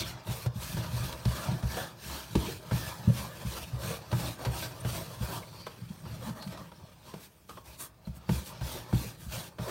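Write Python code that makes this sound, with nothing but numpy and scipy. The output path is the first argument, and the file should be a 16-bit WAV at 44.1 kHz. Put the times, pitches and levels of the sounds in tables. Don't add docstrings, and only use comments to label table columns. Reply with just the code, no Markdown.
import sys
import numpy as np
from scipy import signal
from scipy.fft import rfft, irfft, next_fast_len
from scipy.io import wavfile
from scipy.ndimage import uniform_filter1d

SR = 44100
rng = np.random.default_rng(int(sys.argv[2]) if len(sys.argv) > 2 else 0)


def inscribe(sig):
    pcm = np.round(np.clip(np.atleast_2d(sig).T, -1, 1) * 32767)
    wavfile.write(sys.argv[1], SR, pcm.astype(np.int16))


N = 427769
TIME = np.arange(N) / SR

# top speed t/s, rise/s, fall/s, rasp/dB, body/dB re rasp, hiss/dB re rasp,
# drumming/dB, rocking/dB, floor resonance under the palm f/Hz
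SWEEPS = [(.002, .05, 0.038, -34.5, -11, -8.5, -40, -58, 114),
          (.07, 0.049, .08, -47.5, 1, -3, -46, -48, 112), (.325, 0.089, 0.14, -49, 1, 1, -47, -60, 120),
          (.44, 0.032, 0.041, -50, 4.5, 1.5, -55, -60, 123),
          (.667, .13, 0.22, -47, 0.5, -0.5, -44, -42.5, 126),
          (.81, 0.076, 0.12, -47.5, 2.5, -10, -39, -51, 127),
          (1.022, 0.18, 0.18, -46.5, 3, -2, -45.5, -41, 125),
          (1.368, 0.16, 0.17, -47.5, 4, -2, -47, -55, 119),
          (1.51, 0.076, 0.098, -50, 7, -11, -32.5, -48, 151),
          (1.763, 0.12, 0.15, -43.5, 4, -3.5, -44, -49, 130),
          (2.13, 0.15, 0.15, -45, 3, -2.5, -50, -45.5, 140),
          (2.48, 0.25, 0.13, -46.5, 3, -2, -43, -62, 125), (2.829, 0.19, .15, -45.5, 3, -2, -46, -53, 132),
          (3.193, 0.093, .11, -47.5, 2, -1, -47, -45, 142), (3.4, .06, .07, -61, -2, 3, -56, -55, 149),
          (3.546, 0.12, 0.15, -47.5, 1, -0.5, -55, -45, 147),
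          (3.88, 0.11, 0.13, -45, 2, -1.5, -39, -45, 153),
          (4.245, 0.18, .125, -45.5, 5, -1.5, -43.5, -43.5, 152),
          (4.43, .06, 0.12, -53, 7, -1, -59, -58, 135), (4.594, 0.11, 0.13, -44.5, 5, -1.5, -42, -51, 121),
          (4.968, 0.17, 0.097, -46, 4.5, -1, -39.5, -47, 128),
          (5.33, 0.15, 0.11, -47.5, 6, -1, -47, -60, 135),
          (5.583, 0.095, 0.22, -58, -17, -7, -50, -60, 147), (5.84, .09, .09, -66, 5, -8, -45, -58, 161),
          (6.125, 0.12, 0.14, -58.5, 2.5, -7, -41.5, -67, 140),
          (6.271, 0.07, 0.062, -53.5, 13.5, 0, -42, -55, 185),
          (6.55, 0.085, 0.073, -56, 6.5, -19, -55, -56, 170),
          (7.097, 0.088, 0.18, -58, 3.5, -4, -76, -72, 162),
          (7.24, 0.064, .055, -58, -23, 1, -75, -77, 173),
          (7.515, 0.057, .135, -61, -11, -0.5, -54.5, -67, 155),
          (7.687, .06, .135, -56, 1.5, -2, -62, -57, 146),
          (7.815, .04, 0.071, -52.5, 5, 8.5, -61, -68, 138), (8.07, .03, 0.052, -70, 8, 3, -66, -70, 140),
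          (8.168, 0.028, 0.029, -65.5, 8, 7.5, -66, -70, 150),
          (8.348, 0.081, 0.11, -47.5, 2.5, -0.5, -61, -39.5, 170),
          (8.478, 0.058, 0.063, -52.5, -10, 2.5, -54, -60, 160),
          (8.69, 0.1, 0.18, -47.5, 1, -1, -52, -43.5, 130),
          (9.024, 0.15, 0.13, -48, 2, -0.5, -49, -47, 135),
          (9.24, 0.081, 0.098, -59.5, -1, 4, -57, -49.5, 125),
          (9.358, 0.079, 0.15, -46, 4, -2, -47.5, -57, 129), (9.7, 0.12, .1, -46.5, 7, -3, -52, -59, 165)]
# t/s, rasp/dB, hiss/dB re rasp
LIGHT_CONTACT = [(0, -47.5, -11), (.2, -59, -14), (.53, -65, -10), (.8, -57.5, -3), (1.6, -54, -2.5),
                 (1.95, -62, -6), (2.62, -62, -4), (3.0, -53.5, -3), (3.7, -56.5, -4), (4.05, -59, -7),
                 (5.1, -54.5, -2), (5.8, -63, -2.5), (6.5, -59.5, 0), (6.8, -64, -6), (7.35, -73.5, 3.5),
                 (8.0, -72, -3.5), (8.6, -54.5, -12), (9.55, -71, -2)]
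# t/s, level/dB re rasp
RIM_SINGING = [(0, -22), (.7, -10), (1.1, -7), (1.8, -2.5), (2.4, -16), (2.9, -4), (3.4, -11), (4.0, -21),
               (5.2, -15), (6.0, -11), (9.7, -27)]
# t/s, level/dB, rocking/dB, hardness/dB, factor on the ringing time
LANDINGS = [(0.286, -31.5, -12, -12, 0.77), (0.461, -25.5, -24, -49, 0.62), (0.556, -32.5, -21, -8, 0.58),
            (0.742, -34, -12, -9, 1), (0.931, -31.5, -14, -21, 0.87), (0.999, -34, -21, -17, 0.62),
            (1.256, -22, -8, -14, 0.72), (1.483, -33, -32, -20, 1), (1.633, -25, -3, -12.5, 0.61),
            (2.352, -21, 0, -1, 0.51), (2.715, -26, -11, -10.5, 0.97), (3.074, -16, -32, -7, 0.77),
            (3.449, -30, -4, -8, 0.73), (3.729, -31.5, -11, -37, 0.87), (4.124, -25.5, -20, -15.5, 1),
            (4.464, -27.5, -8, -21, 1), (4.849, -28.5, -12, -14, 0.65), (5.208, -27.5, -4, -9.5, 0.55),
            (5.902, -35.5, -26, 8, 0.48), (6.284, -36, -17, -6.5, 1), (6.463, -35, -30, 13, 0.93),
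            (7.137, -42.5, -24, 7, 0.99), (8.071, -34.5, 0, -0.5, 0.75), (8.29, -23, -11, -1, .95),
            (8.611, -30.5, -3, -28, 0.55), (8.931, -20.5, -9, -9, 0.67), (9.263, -34, 2, -11, 0.43),
            (9.593, -33, -11, -6.5, 0.85)]
# t/s, slap/dB, snap/dB, slap t60/s
SMACKS = [(0.269, -31.5, -59, 0.21), (0.46, -26, -34.5, 0.062), (0.767, -31.5, -50, 0.13),
          (1.125, -41, -34, 0.063), (1.252, -25, -30.5, 0.064), (1.626, -31.5, -42, 0.087),
          (1.768, -24.5, -50, 0.1), (2.352, -19, -27, 0.034), (2.710, -21, -51, 0.11),
          (4.114, -29.5, -34.5, 0.14), (4.126, -22, -39, 0.082), (4.391, -32, -55, 0.048),
          (4.449, -22, -29.5, 0.18), (4.848, -25, -53, 0.079), (5.665, -26.5, -37, 0.059),
          (6.053, -36, -61, 0.18), (6.294, -36, -46, 0.052), (6.422, -37, -36, 0.19),
          (6.473, -49, -40, 0.1), (6.573, -43, -43, 0.085), (6.717, -36, -62, 0.068),
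          (7.138, -28, -47, 0.04), (7.492, -34, -40.5, 0.092), (7.572, -35.5, -57, 0.045),
          (8.07, -37.5, -61, 0.05), (8.291, -21, -36, 0.045), (8.609, -33, -48, 0.085),
          (8.927, -22.5, -44, 0.055), (9.584, -29, -55, 0.14)]
# middle t/s, length/s, f/Hz, level/dB
CATCHES = [(.02, 0.093, 3400, -45), (.03, 0.065, 310, -44), (1.783, 0.072, 706, -38),
           (1.814, 0.078, 1530, -45), (2.361, 0.029, 336, -24.5), (2.492, 0.045, 405, -37.5),
           (3.093, 0.038, 500, -37.5), (3.327, .16, 1700, -56), (3.64, 0.023, 2800, -48),
           (3.917, 0.095, 526, -42), (4.811, .025, 9100, -48), (5.013, .06, 640, -46),
           (5.433, 0.017, 2240, -50), (5.623, 0.28, 4530, -55.5), (5.671, 0.018, 1110, -41.5),
           (6.23, 0.053, 520, -48), (6.289, 0.11, 204, -40), (6.428, 0.1, 4300, -50),
           (6.62, 0.05, 192, -44.5), (6.836, .05, 134, -45), (7.1, 0.099, 990, -56),
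           (7.142, 0.028, 605, -47), (7.507, 0.047, 1200, -48), (7.584, 0.041, 1040, -49),
           (8.058, .025, 4140, -58), (8.935, 0.03, 313, -34.5), (8.515, 0.086, 990, -50),
           (9.046, 0.082, 484, -49)]

# f/Hz, level/dB, t60/s
FLOOR_MODES = [(103, -2, 0.14), (125.2, 8, 0.2), (167.4, 5, 0.15), (197.7, 1, 0.17), (237, -22, 0.13),
               (306, -12, 0.051), (351, -17, 0.061)]
WALL_MODES = [(537, -25.5, 0.14), (563, -9.5, 0.09), (625, 13, 0.028), (774, -4, 0.059), (968.5, 10, 0.053),
              (1081, -7, 0.046), (1330, -45, 0.043), (1563, 2.5, 0.07), (1710, 1.5, 0.071),
              (3435, 8.5, 0.073), (3680, -3, .06), (4630, -5, .02)]
ROCK_MODES = [(58.6, -36, 0.21), (69.2, -10, 0.36), (84, -33, 0.076)]

# f/Hz, level/dB
BODY_SPECTRUM = [(120, -44), (240, -3), (360, 0.5), (440, -5), (620, 1.5), (760, -3.5), (1000, 1),
                 (1250, -0.5), (1450, -8.5), (1750, -3.5), (2100, -16), (5000, -64)]
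RASP_SPECTRUM = [(400, -18), (1200, -5.5), (1700, 0.5), (2030, -5), (2400, 0.5), (2900, -2), (3500, -0.5),
                 (4500, 0.5), (5000, -3.5), (5800, -4), (7200, -15), (10000, -19), (16000, -38)]
HISS_SPECTRUM = [(2000, -69), (5000, -7), (6800, 1.5), (7700, 3), (8800, 7.5), (9600, 6.5), (10500, 1.5),
                 (11300, 5), (13800, 5), (16000, 2)]
SLAP_SPECTRUM = [(150, -21.5), (300, 0), (600, -2), (1100, 0.5), (1500, -6.5), (2500, -15), (4300, -18),
                 (7000, -32), (16000, -33)]
SNAP_SPECTRUM = [(500, -6), (1500, -1), (2600, 1), (4500, 1), (6500, -7), (9000, -8), (16000, -19)]
ROOM_TONE_SPECTRUM = [(25, -19), (55, 3), (170, -6), (260, -11), (600, -21.5), (1200, -25), (2500, -30),
                      (8000, -86), (16000, -25.5)]

# f/Hz, t60/s
KITCHEN_DECAY = [(100, 0.66), (500, 0.44), (3000, 0.17), (14000, 0.11)]


def rubbing(rasp_db, body_db, hiss_db, rim_hz=1710):
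    clumps, sticking = wander(rate_hz=24), wander(rate_hz=8.3)
    coarse, fine = slips(per_s=2500, spread_db=1), slips(per_s=9000, spread_db=-2)
    body = colour(pan_wall(coarse * gain_of(2 * sticking + clumps), ring_db=-21.5), BODY_SPECTRUM)
    scraping = (fine + 0.38 * coarse) * gain_of(1.3 * clumps)
    rasp = colour(pan_wall(scraping, ring_db=-18.5), RASP_SPECTRUM)
    loose = fine + slips(per_s=13000, spread_db=1.5)
    hiss = colour(loose * gain_of(1.03 * clumps), HISS_SPECTRUM)
    body = hand_damping(body, depth_db=3.2, across_hz=170, lasting_s=0.07) * gain_of(body_db - 1.96)
    rasp = hand_damping(rasp, depth_db=2.6, across_hz=300, lasting_s=0.05) * gain_of(rasp_db + 0.77)
    hiss = hand_damping(hiss, depth_db=2.3, across_hz=400, lasting_s=0.04) * gain_of(hiss_db + 1.9)
    rim_db = rasp_db + np.interp(TIME, *np.transpose(RIM_SINGING))
    rim = unit_rms(resonate(coarse, rim_hz, width_hz=170)) * gain_of(rim_db)
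    return hand_lift() * (body + rasp + hiss + rim)


def hand_levels(arch_drop_db=21.5, arch_flatness=2.64):
    t = TIME[::64]
    when, *columns = np.transpose(LIGHT_CONTACT)
    light_db, loose_db = (np.interp(t, when, column) for column in columns)
    power = gain_of([light_db + offset_db for offset_db in (0, 7, loose_db, 6, -5)]) ** 2
    for s, rise, fall, rasp_db, body_db, hiss_db, drum_db, rock_db, _ in SWEEPS:
        from_top = np.minimum(abs(t - s) / np.where(t < s, rise, fall), 3)
        top_db = np.array([rasp_db, rasp_db + body_db, rasp_db + hiss_db, drum_db, rock_db])[:, None]
        power += gain_of(top_db - arch_drop_db * from_top ** arch_flatness) ** 2
    return [np.interp(TIME, t, 10 * np.log10(layer)) for layer in power]


def hand_damping(x, depth_db, across_hz, lasting_s):
    spectra = signal.stft(x, SR, nperseg=1024, noverlap=768)[2]
    bins, frames = round(across_hz * 1024 / SR), round(lasting_s * SR / 256)
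    patches = uniform_filter1d(rng.standard_normal(spectra.shape), bins, axis=0)
    patches = unit_rms(uniform_filter1d(patches, frames, axis=1))
    spectra *= gain_of(depth_db * patches)
    return unit_rms(signal.istft(spectra, SR, nperseg=1024, noverlap=768)[1][:N])


def hand_lift(dip_db=2.5, lift_s=0.035):
    lifted = np.zeros(N)
    for s, *_ in SMACKS:
        corners = [s - lift_s, s - lift_s / 3, s - 0.003, s]
        lifted = np.maximum(lifted, np.interp(TIME, corners, [0, 1, 1, 0]))
    return gain_of(-dip_db * lifted)


def pan_wall(x, ring_db):
    sheet = ring(WALL_MODES).sum(0)
    return x + gain_of(ring_db) * signal.oaconvolve(x, sheet / np.linalg.norm(sheet))[:len(x)]


def thumps(contact_s=0.0035, rise_s=0.0066, loaded_pitch=0.96):
    out, t = np.zeros(N), np.arange(SR // 2) / SR
    modes = np.array(ROCK_MODES + FLOOR_MODES)
    palm = np.hanning(round(contact_s * SR))
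    for s, db, rock_db, hard_db, t60_factor in LANDINGS:
        blow = [(75, rock_db + 16), (120, 0), (185, hard_db + 12.5), (340, 0.63 * hard_db + 20.5)]
        weights = gain_of(value_at(blow, modes[:, 0]))
        ringing = ring(modes * [loaded_pitch, 1, t60_factor])
        swing = -weights @ ringing * (1 - np.exp(-t / rise_s))
        swing = signal.oaconvolve(swing, palm)
        add(out, s, gain_of(db + 5) * swing / abs(swing).max())
    return out


def smacks(snap_t60=0.054, touch_s=0.0028, spread_s=0.001):
    out, t = np.zeros(N), np.arange(SR // 4) / SR
    for s, slap_db, snap_db, slap_t60 in SMACKS:
        squash, wet = rng.standard_normal((2, len(t)))
        squash = squash * gain_of(-60 * t / slap_t60) * (1 - np.exp(-t / spread_s))
        slap = colour(pan_wall(squash, ring_db=-14.5), SLAP_SPECTRUM)
        snap_envelope = gain_of(-60 * t / snap_t60) * np.minimum(t / touch_s, 1)
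        snap = unit_rms(colour(wet, SNAP_SPECTRUM)) * snap_envelope
        add(out, s, gain_of(slap_db - 3.5) * slap / abs(slap).max() + gain_of(snap_db - 4) * snap)
    return out


def drumming(drum_db, rock_db, t60_factor=0.6):
    sweep_s, *_, sweep_hz = np.transpose(SWEEPS)
    floor_hz = np.interp(TIME, sweep_s, sweep_hz)
    palm = slips(per_s=400, spread_db=0) * gain_of(2 * wander(rate_hz=16))
    floor, rock = (signal.oaconvolve(palm, ring(np.multiply(modes, [1, 1, t60_factor])).sum(0))[:N]
                   for modes in (FLOOR_MODES, ROCK_MODES))
    floor = unit_rms(resonate(floor, floor_hz, width_hz=167))
    floor += 0.5 * unit_rms(resonate(palm, floor_hz, width_hz=115))
    return unit_rms(floor) * gain_of(drum_db + 2.5) + unit_rms(rock) * gain_of(rock_db + 2)


def catches():
    out, friction = np.zeros(N), slips(per_s=3000, spread_db=-3.5)
    for s, length, hz, db in CATCHES:
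        start, swell = max(s - length / 2, 0), np.hanning(round(length * SR))
        run = friction[round(start * SR):][:len(swell)]
        judder = resonate(run, hz, width_hz=198 * (hz / 1000) ** 0.68)
        add(out, start, gain_of(db - 4) * unit_rms(judder * swell))
    return out


def crumbs(rasp_db, per_s=60, below_rasp_db=13.5, decay_cycles=14):
    ticks, t = np.zeros(N), np.arange(SR // 25) / SR
    for when, smallness, force in rng.random((round(per_s * N / SR), 3)):
        hz = 2200 * 5 ** smallness
        note = np.sin(2 * np.pi * hz * t) * np.exp(-t * hz / decay_cycles)
        add(ticks, when * N / SR, (0.82 + force) * note)
    return unit_rms(ticks) * gain_of(rasp_db - below_rasp_db)


def kitchen_reflections(x, per_s=3000):
    echoes = rng.standard_normal(SR // 2) * (rng.random(SR // 2) < per_s / SR)
    echoes[:SR // 300] = 0
    hz, t, spectra = signal.stft(echoes, SR, nperseg=256)
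    decay = gain_of(-60 * t / value_at(KITCHEN_DECAY, hz)[:, None])
    tail = signal.istft(spectra * decay, SR, nperseg=256)[1]
    tail = signal.sosfilt(signal.butter(2, 260, "highpass", fs=SR, output="sos"), tail)
    return signal.oaconvolve(x, tail / np.linalg.norm(tail))[:N]


def room_tone(level_db=-60.5):
    return gain_of(level_db) * unit_rms(colour(rng.standard_normal(N), ROOM_TONE_SPECTRUM))


def slips(per_s, spread_db):
    size, sign, chance = rng.exponential(1, N), rng.choice([-1., 1.], N), rng.random(N)
    return unit_rms((chance < per_s / SR) * sign * gain_of(spread_db * np.minimum(size, 5)))


def wander(rate_hz):
    size = next_fast_len(N, True)
    hz = np.fft.rfftfreq(size, 1 / SR)
    spectrum = rfft(rng.standard_normal(N), size) / (1 + (hz / rate_hz) ** 4)
    return unit_rms(irfft(spectrum, size)[:N])


def ring(modes):
    hz, db, t60 = np.transpose(modes)[:, :, None]
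    t = np.arange(SR // 2) / SR
    return gain_of(db - 60 * t / t60) * np.sin(2 * np.pi * hz * t)


def resonate(x, hz, width_hz):
    carrier = np.exp(2j * np.pi * np.cumsum(hz * np.ones(len(x))) / SR)
    pole = np.exp(-np.pi * width_hz / SR)
    return (carrier * signal.lfilter([(1 - pole) ** 2], [1, -2 * pole, pole ** 2], x / carrier)).real


def colour(x, spectrum, size=4096):
    log_gain = np.log(gain_of(value_at(spectrum, abs(np.fft.fftfreq(size, 1 / SR)))))
    taps = np.fft.ifft(np.exp(np.conj(signal.hilbert(log_gain)))).real
    return signal.oaconvolve(x, taps[:size // 2])[:len(x)]


def value_at(points, hz):
    f, value = np.transpose(points)
    return np.interp(np.log(hz + 1), np.log(f + 1), value)


def add(mix, s, sound):
    part = mix[round(s * SR):][:len(sound)]
    part += sound[:len(part)]


def gain_of(db):
    return 10 ** (np.asarray(db) / 20)


def unit_rms(x):
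    return x / np.sqrt(np.mean(x ** 2) + 1e-20)


def scene():
    rasp_db, body_db, hiss_db, drum_db, rock_db = hand_levels()
    pan = rubbing(rasp_db, body_db, hiss_db) + crumbs(rasp_db)
    pan += smacks() + catches() + thumps() + drumming(drum_db, rock_db)
    return (pan + room_tone() + gain_of(-13.5) * kitchen_reflections(pan))[None]


def record(dry):
    thinned = signal.sosfilt(signal.butter(5, 46, "highpass", fs=SR, output="sos"), dry)
    band_limit = signal.firwin(511, 15900, window=("kaiser", 9), fs=SR)
    return signal.oaconvolve(thinned, band_limit[None], "same")


dry = scene()
out = record(dry)
inscribe(out)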